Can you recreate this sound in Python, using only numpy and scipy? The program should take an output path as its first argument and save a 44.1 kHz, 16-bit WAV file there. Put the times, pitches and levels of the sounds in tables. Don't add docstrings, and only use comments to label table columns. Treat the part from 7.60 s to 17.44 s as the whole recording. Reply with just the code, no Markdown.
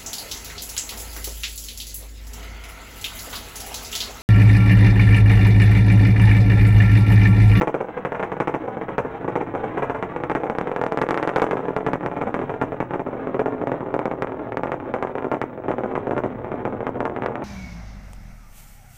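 import sys
import numpy as np
from scipy import signal
from scipy.fft import rfft, irfft, next_fast_len
from scipy.io import wavfile
from scipy.ndimage import uniform_filter1d

SR = 44100
rng = np.random.default_rng(int(sys.argv[2]) if len(sys.argv) > 2 else 0)


def unload_wav(signal):
    wavfile.write(
        sys.argv[1],
        SR,
        np.round(np.clip(np.atleast_2d(signal).T, -1, 1) * 32767).astype(np.int16),
    )


N = 433944
TIME = np.arange(N) / SR

# [t/s, pressure level/dB, steepness as treble/dB, strength of the tail/dB]
CRACKS = [(0.012, -4.5, 3.5, 4), (0.0736, -6.5, -1, 2.5), (0.0783, -10, 0, -9), (0.143, -6, -3.5, 1.5),
          (0.205, -13, -2, 5), (0.286, -17, -0.5, 1), (0.369, -17, -2.5, 8), (0.377, -10, -5, -4),
          (0.45, -8.5, 3, 2.0), (0.5211, -9, -0.5, -0.5), (0.548, -14.5, 3, 4.5), (0.5964, -10.5, 1.5, 3),
          (0.628, -10.5, 6, 4.5), (0.7187, -11.5, 2.5, 3.5), (0.768, -14.5, -1.5, 0), (0.802, -5.5, 3, 2.5),
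          (0.874, -8.0, 2.5, 4), (0.941, -9, 1.5, 4), (1.0784, -16.0, -2, 5), (1.17, -12.5, -4.5, 0),
          (1.2134, -12, -1.5, 1.5), (1.284, -15.5, 0, 6), (1.3816, -3.5, 1.5, 0.5), (1.449, -12, -8, 4),
          (1.6454, -12, -7, 0), (1.6794, -11, -2, 4.5), (1.7554, -7.5, -0.5, 4), (1.8069, -16.5, -0.5, 9),
          (1.9398, -11.5, -8.5, -1.5), (1.9509, -10.5, 0, -1), (2.0368, -15, -0.5, 5.5),
          (2.173, -12.5, 0.5, 7), (2.223, -9.5, 0.5, 4.5), (2.2978, -8, 0.5, -0.5), (2.3475, -15.5, 3, 2.5),
          (2.4265, -7, 3.0, -2), (2.5629, -9, 1.5, -3), (2.6023, -17, 1, 2), (2.637, -8.5, 5, -4.5),
          (2.6981, -8.0, 4, 1.5), (2.716, -9.5, 4, -10), (2.7198, -13, 5, -11), (2.751, -6.5, 4.5, 2),
          (2.835, -8.5, -2.5, 1), (2.8678, -15, 0, 2.5), (2.899, -5.5, 2, -4), (2.9513, -13, 2, 0),
          (2.9856, -4.5, 4, -5.5), (3.0122, -6.5, 2.5, -7), (3.0723, -9.5, 1.5, 3),
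          (3.116, -8.5, 0.5, -0.5), (3.1627, -6.5, 4, -2), (3.1933, -10, -7, -9), (3.2146, -4.5, 1, -1),
          (3.2387, -4.5, 1, -4), (3.265, -4.5, 2.5, -7), (3.322, -4, 1, -0.5), (3.374, -3.5, 3, -2),
          (3.3886, -6.5, 1.5, -4), (3.416, -3, 5.5, 4), (3.4668, -15, 5, -2), (3.489, -4.5, 3.5, -1),
          (3.5083, -2, 5, 1), (3.544, -8, 7, 1.5), (3.5756, -7.5, 9.5, 3.5), (3.6283, -7, 8, 3),
          (3.675, -3, 2.5, 2.5), (3.6925, -9, 7.5, 1.5), (3.761, -1.5, 5.5, 4.5), (3.798, -12, 10, 1.5),
          (3.819, 0, 2.5, 5), (3.8665, -9, 0.5, 4), (3.911, -6, 4.5, 4), (3.932, -6, -5.5, 2.5),
          (3.9703, -10.5, 2, 5.5), (4.0548, -10.5, -4, -2), (4.0837, -7.5, -5, 3.5), (4.1648, -4.5, 3.5, 1),
          (4.207, -12.5, -2, 3), (4.265, -6.5, 4.5, 6), (4.3335, -5.5, 5, 2), (4.409, -15, 1, 1),
          (4.431, -15.5, -1, 8), (4.462, -7, 5, -1.5), (4.515, -14.0, 0.5, 3.5), (4.5655, -13.5, 0.5, 5.5),
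          (4.614, -10, 3, 5), (4.67, -13, -1.5, 6.5), (4.7426, -6.5, 4, 1), (4.7916, -11.5, 2, 1),
          (4.816, -14, 2.5, 5), (4.8953, -11.5, 1, 3), (4.9402, -12.5, -1, -1), (5.0147, -7.5, 4, 3),
          (5.121, -12.5, -1.5, 3), (5.2036, -6, 1, 1), (5.3085, -12.0, 0, 1.5), (5.3364, -9.5, -0.5, 5),
          (5.395, -10.5, -2, 3), (5.4643, -14, -5, 6.5), (5.5296, -14.5, -6.5, 4), (5.6719, -8, -5.5, -1),
          (5.745, -7, -5, 2.5), (5.794, -4.5, -2, 3.5), (5.8593, -5.5, -3.5, 2), (5.9238, -11.5, -6, 2.5),
          (6.015, -8.5, -7, 4), (6.072, -5.5, -2, -0.5), (6.118, -4.5, -3, 0.5), (6.2069, -11, -5, 3.5),
          (6.2622, -15, -6, 7), (6.3413, -4, -2.5, 2.5), (6.392, -5.5, 0.5, -0.5), (6.456, -4.5, 0.5, 1),
          (6.5138, -9, 0, 3.5), (6.6226, -5.5, 6, 1.5), (6.6719, -14, 4.5, 2.5), (6.7205, -15.5, 1.5, 4),
          (6.795, -15, -2, 3), (6.9218, -11.5, 3, 1), (6.9715, -5.5, 4.5, -2), (7.0345, -5.5, 0.5, 1.5),
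          (7.0715, -14, 3, 6), (7.119, -6, 3, 2.5), (7.201, -16, 1.5, 2), (7.3397, -6, 2.5, 1),
          (7.426, -5, 1.5, 1.5), (7.4719, -13, 2, 1.5), (7.554, -8, -3, -1), (7.5833, -12, 5, 0),
          (7.6243, -13, 0, -1), (7.6449, -9, -4, 2.5), (7.716, -5, 0.5, 3), (7.745, -9.5, 0.5, 1.5),
          (7.8158, -5.5, 5, 0.5), (7.977, -15, -6, 2), (8.038, -17.5, -4, 6.5), (8.083, -7, -4.5, 6),
          (8.1151, -9, 2, 2), (8.1834, -8.5, -2, 1), (8.2359, -9.5, -2, 2.5), (8.314, -12.5, -3.5, 3),
          (8.3539, -7.5, 1.5, 4.5), (8.4704, -9.5, -3, 3), (8.51, -7, -1.5, 1.5), (8.566, -9, -4, 1),
          (8.5797, -9.5, 6, -0.5), (8.637, -8.5, -2, 4), (8.8455, -12.5, -2, 0.5), (8.918, -9, -3.5, 2),
          (9.0527, -8.0, 2, 1.5), (9.1252, -12.5, -6.5, 2.5), (9.206, -10, -3.5, 0.5),
          (9.268, -6, 1.5, 1.0), (9.405, -5.5, 2.0, -2.5), (9.454, -6, 3, -1), (9.4976, -12, -1.5, -5),
          (9.5634, -11, 3.5, 2.5), (9.622, -8, 3, -2), (9.636, -11, 2, 3), (9.6617, -5.5, 5, -3),
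          (9.7558, -11, 6, -3), (9.822, -11.5, -2, 3)]
# [t/s, level/dB]
ROAR_LEVEL = [(0.0, -33), (0.3, -35), (0.74, -33), (1.23, -35), (2.27, -30.5), (2.49, -33), (3.7, -26.5),
              (5.21, -35), (5.86, -29), (6.8, -30.5), (7.35, -30.5), (7.89, -34.5), (8.38, -31.5),
              (8.82, -31.5), (9.84, -29)]
# [t/s, level/dB]
RUMBLE_LEVEL = [(0.0, -59), (0.3, -54), (2.11, -45), (3.3, -56), (4.3, -56), (4.7, -48.5), (6.6, -49.5),
                (7.2, -47), (7.8, -52), (8.8, -44), (9.84, -47.5)]
# [t/s, bass/dB, treble of the roar/dB, scatter from the tents/dB]
PLUME_TONE = [(0, -4, 4, -1), (1.3, -2, 3.5, 0.5), (2.4, -3.5, 3, 3.5), (3.0, -2.5, 1, -1.5),
              (3.6, -11, 0.5, -7), (4.3, -0.5, 0.5, -4), (5.0, 2, 3.5, 0.5), (5.9, -4.5, -2, -2.5),
              (6.6, -5.5, -3.5, -6.5), (7.3, -8, -1, -3), (8.7, -1.5, 0, -2.5), (9.84, -7, -4.5, -3)]
# [f/Hz, level/dB]
FRONT_COLOUR = [(25, -9.5), (70, -10.5), (125, -1.5), (185, -1.5), (270, -1.5), (420, -0.3), (700, -5),
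                (1000, -8.5), (2200, -20), (3000, -30.5), (3800, -38), (4700, -51.5), (11000, -68.5),
                (14000, -76)]
# [f/Hz, level per Hz/dB]
RUMBLE_SPECTRUM = [(10, -12.5), (25, -4), (38, -5), (56, 3), (72, -4.5), (110, 8), (200, -13), (600, -88)]
# [f/Hz, level per Hz/dB]
ROAR_SPECTRUM = [(60, -18.5), (120, 1), (180, -0.5), (250, 3.5), (520, -2.5), (1000, -10), (2000, -19),
                 (3000, -31), (3800, -35), (4700, -53), (12000, -70)]
# [f/Hz, level per Hz/dB]
FIZZ_SPECTRUM = [(2000, -16), (4500, 0.5), (6000, 10.5), (8000, 5.5), (11000, -2.5), (15000, -8.5),
                 (17000, -33.5)]
# [delay at the start/ms, delay at the end/ms, level at the start/dB, level at the end/dB,
# bass edge f/Hz, treble edge f/Hz]
REFLECTIONS = [(5.67, 8.45, -12.5, -2, 11, 680), (22.19, 23.99, -6.5, -0.5, 110, 1290),
               (6.195, 5.7, -3, -22, 66, 3900), (5.905, 5.7, -9.5, -11.5, 3200, 12000),
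               (4.46, 4.77, -11.5, -10, 330, 810), (16.37, 15.97, -10, -10.5, 1300, 1000),
               (2.235, 2.23, -11, -18, 220, 8800)]


def gain_of(db):
    return 10 ** (np.asarray(db) / 20)


def evened(x):
    return x / np.sqrt(np.mean(x ** 2) + 1e-20)


def read(points, hz):
    f, value = np.transpose(points)
    return np.interp(np.log(hz + 1), np.log(f + 1), value)


def follow(rows):
    s, *columns = np.transpose(rows)
    return [np.interp(TIME, s, column) for column in columns]


def band(x, hz, kind, order=2):
    return signal.sosfilt(signal.butter(order, hz, kind, fs=SR, output="sos"), x)


def colour(x, points, size=4096):
    log_gain = np.log(gain_of(read(points, abs(np.fft.fftfreq(size, 1 / SR)))))
    spectrum = np.exp(np.conj(signal.hilbert(log_gain)))
    taps = np.fft.ifft(spectrum).real[:size // 2]
    return signal.oaconvolve(x, taps / abs(taps).max())[:N]


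def dulled(x, hz):
    size = next_fast_len(N)
    loss = 1 + (np.fft.rfftfreq(size, 1 / SR) / hz) ** 4
    return irfft(rfft(x, size) / loss, size)[:N]


def phase_turn(x, hz):
    r = np.exp(-2 * np.pi * hz / SR)
    return signal.lfilter([r, -1], [1, -r], x)


def camera_whine(whine_db=-84.5, throb=.4, throb_hz=12, whirr_db=-86.5, jitter_hz=100,
                 hiss_db=-82, hiss_top_hz=14500):
    whine_hz, whirr_hz, pulses_hz = 15734, 12140, 30
    throbbing = 1 + throb * np.sin(2 * np.pi * throb_hz * TIME)
    whine = np.sin(2 * np.pi * whine_hz * TIME) * throbbing
    pulsing = (1 + np.sin(2 * np.pi * pulses_hz * TIME)) ** 2
    jitter = evened(dulled(rng.standard_normal(N), 25))
    whirr = pulsing * np.sin(2 * np.pi * np.cumsum(whirr_hz + jitter_hz * jitter) / SR)
    hiss = gain_of(hiss_db) * dulled(rng.standard_normal(N), hiss_top_hz)
    return gain_of(whine_db) * evened(whine) + gain_of(whirr_db) * evened(whirr) + hiss


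def rumble(level_db=3):
    db, = follow(RUMBLE_LEVEL)
    return gain_of(db + level_db) * evened(colour(rng.standard_normal(N), RUMBLE_SPECTRUM))


def roar(level_db=-6.5, flutter_db=5.0, flutter_hz=22, treble_hz=1100):
    (db,), (_, treble_db, _) = follow(ROAR_LEVEL), follow(PLUME_TONE)
    noise = evened(colour(rng.standard_normal(N), ROAR_SPECTRUM))
    flutter = np.tanh(evened(dulled(rng.standard_normal(N), flutter_hz)))
    body = dulled(noise, treble_hz)
    treble = gain_of(treble_db) * (noise - body)
    return gain_of(db + level_db + flutter_db * flutter) * (body + treble)


def fronts(at, size, steep_db, split_hz=1150, length_s=0.00065, length_spread_db=2.5, snap=0.18,
           snap_per_db=-0.03, shrink=0.9, sharp_db=-8, rounding=0.4, round_hz=3000):
    stretch_db = length_spread_db * rng.uniform(-1, 1, len(at)) - shrink * steep_db
    back = at + np.round(length_s * SR * gain_of(stretch_db)).astype(int)
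    recoil = np.clip(snap + snap_per_db * steep_db, 0, .8)
    where = np.clip(np.r_[at, back], 0, N - 1)
    bright = size * gain_of(steep_db)
    sharp = bright * np.minimum(size / gain_of(sharp_db), 1) ** rounding
    body, edge, tip = (np.bincount(where, np.r_[-w, w * recoil], N) for w in (size, bright, sharp))
    clicks = tip + dulled(edge - tip, round_hz) + dulled(body - edge, split_hz)
    return colour(clicks, FRONT_COLOUR)


def stream(per_s=110, spread_db=5, level_db=-6.0, steep_db=-4.5, steep_spread_db=4):
    (db,), (_, treble_db, _) = follow(ROAR_LEVEL), follow(PLUME_TONE)
    at = np.flatnonzero(rng.random(N) < per_s / SR)
    excess = np.minimum(rng.exponential(1, len(at)), 2)
    shape = rng.uniform(-1, 1, len(at))
    steepness = treble_db[at] + steep_db + steep_spread_db * shape
    flapping = evened(fronts(at, gain_of(spread_db * excess), steepness))
    return gain_of(db + level_db) * flapping


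def pops(per_s=26, over_roar_db=11.0, spread_db=3, steep_db=-3.5, steep_spread_db=4, bunch_s=0.009,
         trail_db=-4, count=2):
    (db,), (_, treble_db, _) = follow(ROAR_LEVEL), follow(PLUME_TONE)
    bunches = int(per_s * N / SR)
    when, lag, size, shape = rng.random((4, count, bunches))
    place = np.arange(count)[:, None]
    s = (np.arange(bunches) + when[0]) / per_s + bunch_s * place * lag
    at = np.minimum(s * SR, N - 1).astype(int)
    size_db = db[at] + over_roar_db + trail_db * place + spread_db * (2 * size - 1.5)
    steepness = treble_db[at] / 2 + steep_db + steep_spread_db * (2 * shape - 1)
    return fronts(at.ravel(), gain_of(size_db).ravel(), steepness.ravel())


def lull(ahead_s=0.014, behind_s=0.019, depth_db=-5.0, soft_s=0.049):
    near = np.zeros(N)
    for s, *_ in CRACKS:
        near[max(int((s - ahead_s) * SR), 0):int((s + behind_s) * SR)] = 1
    return gain_of(depth_db * uniform_filter1d(near, int(soft_s * SR) + 1))


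def wakes(after_s=0.002038, within_s=0.018, drop_db=-16.0, growth=0.33, ragged=0.75, blooming=1.36,
          spread_db=3, steeper_db=3.0, count=3):
    s, db, steep, tail_db = np.transpose(CRACKS)[:, :, None]
    timing, luck = rng.random((2, len(CRACKS), count))
    delay = after_s + within_s * (np.arange(count) + timing) / count
    at = np.round((s + delay) * SR).astype(int)
    scatter_db = follow(PLUME_TONE)[2][(s * SR).astype(int)]
    size_db = db * (1 + growth) + drop_db + ragged * scatter_db + blooming * tail_db
    size = gain_of(size_db + spread_db * (2 * luck - 1))
    return fronts(at.ravel(), size.ravel(), np.repeat(steep + steeper_db, count))


def crackle(indirect=False):
    s, db, steep, tail_db = np.transpose(CRACKS)
    return fronts(np.round(s * SR).astype(int), gain_of(db + indirect * tail_db), steep)


def reflections(x, wander_ms=0.05, wander_hz=5):
    out, climb = np.zeros(N), TIME / TIME[-1]
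    for first_ms, last_ms, first_db, last_db, low_hz, high_hz in REFLECTIONS:
        waver = wander_ms * evened(dulled(rng.standard_normal(N), wander_hz))
        delay = (first_ms + (last_ms - first_ms) * climb + waver) / 1000
        echo = dulled(band(x, low_hz, "high", order=1), high_hz)
        gain = gain_of(first_db + (last_db - first_db) * climb)
        out += gain * np.interp(TIME - delay, TIME, echo, left=0)
    return out


def scatter(x, t60=0.1, low_hz=160, high_hz=3200, turns_per_s=9, count=8):
    out, t = np.zeros(N), np.arange(SR // 10) / SR
    onset = 1 - np.exp(-(t / .002) ** 2)
    x = dulled(band(x, low_hz, "high", order=1), high_hz)
    for k in range(count):
        tail = rng.standard_normal(len(t)) * gain_of(-60 * t / t60) * onset
        share = np.sin(np.pi / 2 * np.minimum((TIME * turns_per_s - k) % count, 2))
        out += signal.oaconvolve(share * x, tail / np.linalg.norm(tail))[:N]
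    return out


def scene(bass_hz=270):
    bass_db, _, scatter_db = follow(PLUME_TONE)

    def with_bass(x):
        return x + (gain_of(bass_db) - 1) * dulled(x, bass_hz)

    small = wakes() + lull() * (pops() + stream() + roar())
    direct = with_bass(crackle() + small)
    indirect = with_bass(crackle(indirect=True) + small)
    scattered = scatter(indirect * gain_of(scatter_db))
    return (direct + reflections(indirect) + scattered + rumble())[None]


def fizz(sound, ceiling, fizz_db=-42.0, fizz_growth=1.516, fizz_fade_hz=26, fizz_linger=0.37, linger_hz=2.0,
         fizz_above_hz=1000, spit_db=-31, spit_growth=2.98, spit_fade_hz=500, fizz_brightening=0.61):
    power = 2 * band(sound, fizz_above_hz, "high") ** 2
    lasting, slow, quick = (np.sqrt(abs(band(power, hz, "low", order=1))) / ceiling
                            for hz in (linger_hz, fizz_fade_hz, spit_fade_hz))
    treble_db = follow(PLUME_TONE)[1]
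    swelling = (slow + fizz_linger * lasting) ** fizz_growth
    swelling = gain_of(fizz_db + fizz_brightening * treble_db) * swelling
    spitting = gain_of(spit_db) * np.tanh(quick) ** spit_growth
    return evened(colour(rng.standard_normal(N), FIZZ_SPECTRUM)) * (swelling + spitting)


def record(dry, dip_low_hz=3500, dip_high_hz=5200, dip=0.44):
    ceiling, knee, lag_hz, top_hz = .45, 6, 170, 16300
    x = phase_turn(band(dry[0], 5, "high", order=1), lag_hz)
    x = x / (1 + abs(x / ceiling) ** knee) ** (1 / knee)
    x = x - dip * band(x, [dip_low_hz, dip_high_hz], "band", order=1)
    low_pass = signal.firwin(511, top_hz, window=("kaiser", 9), fs=SR)
    return signal.oaconvolve(x + fizz(dry[0], ceiling) + camera_whine(), low_pass, "same")[None]


dry = scene()
out = record(dry)
unload_wav(out)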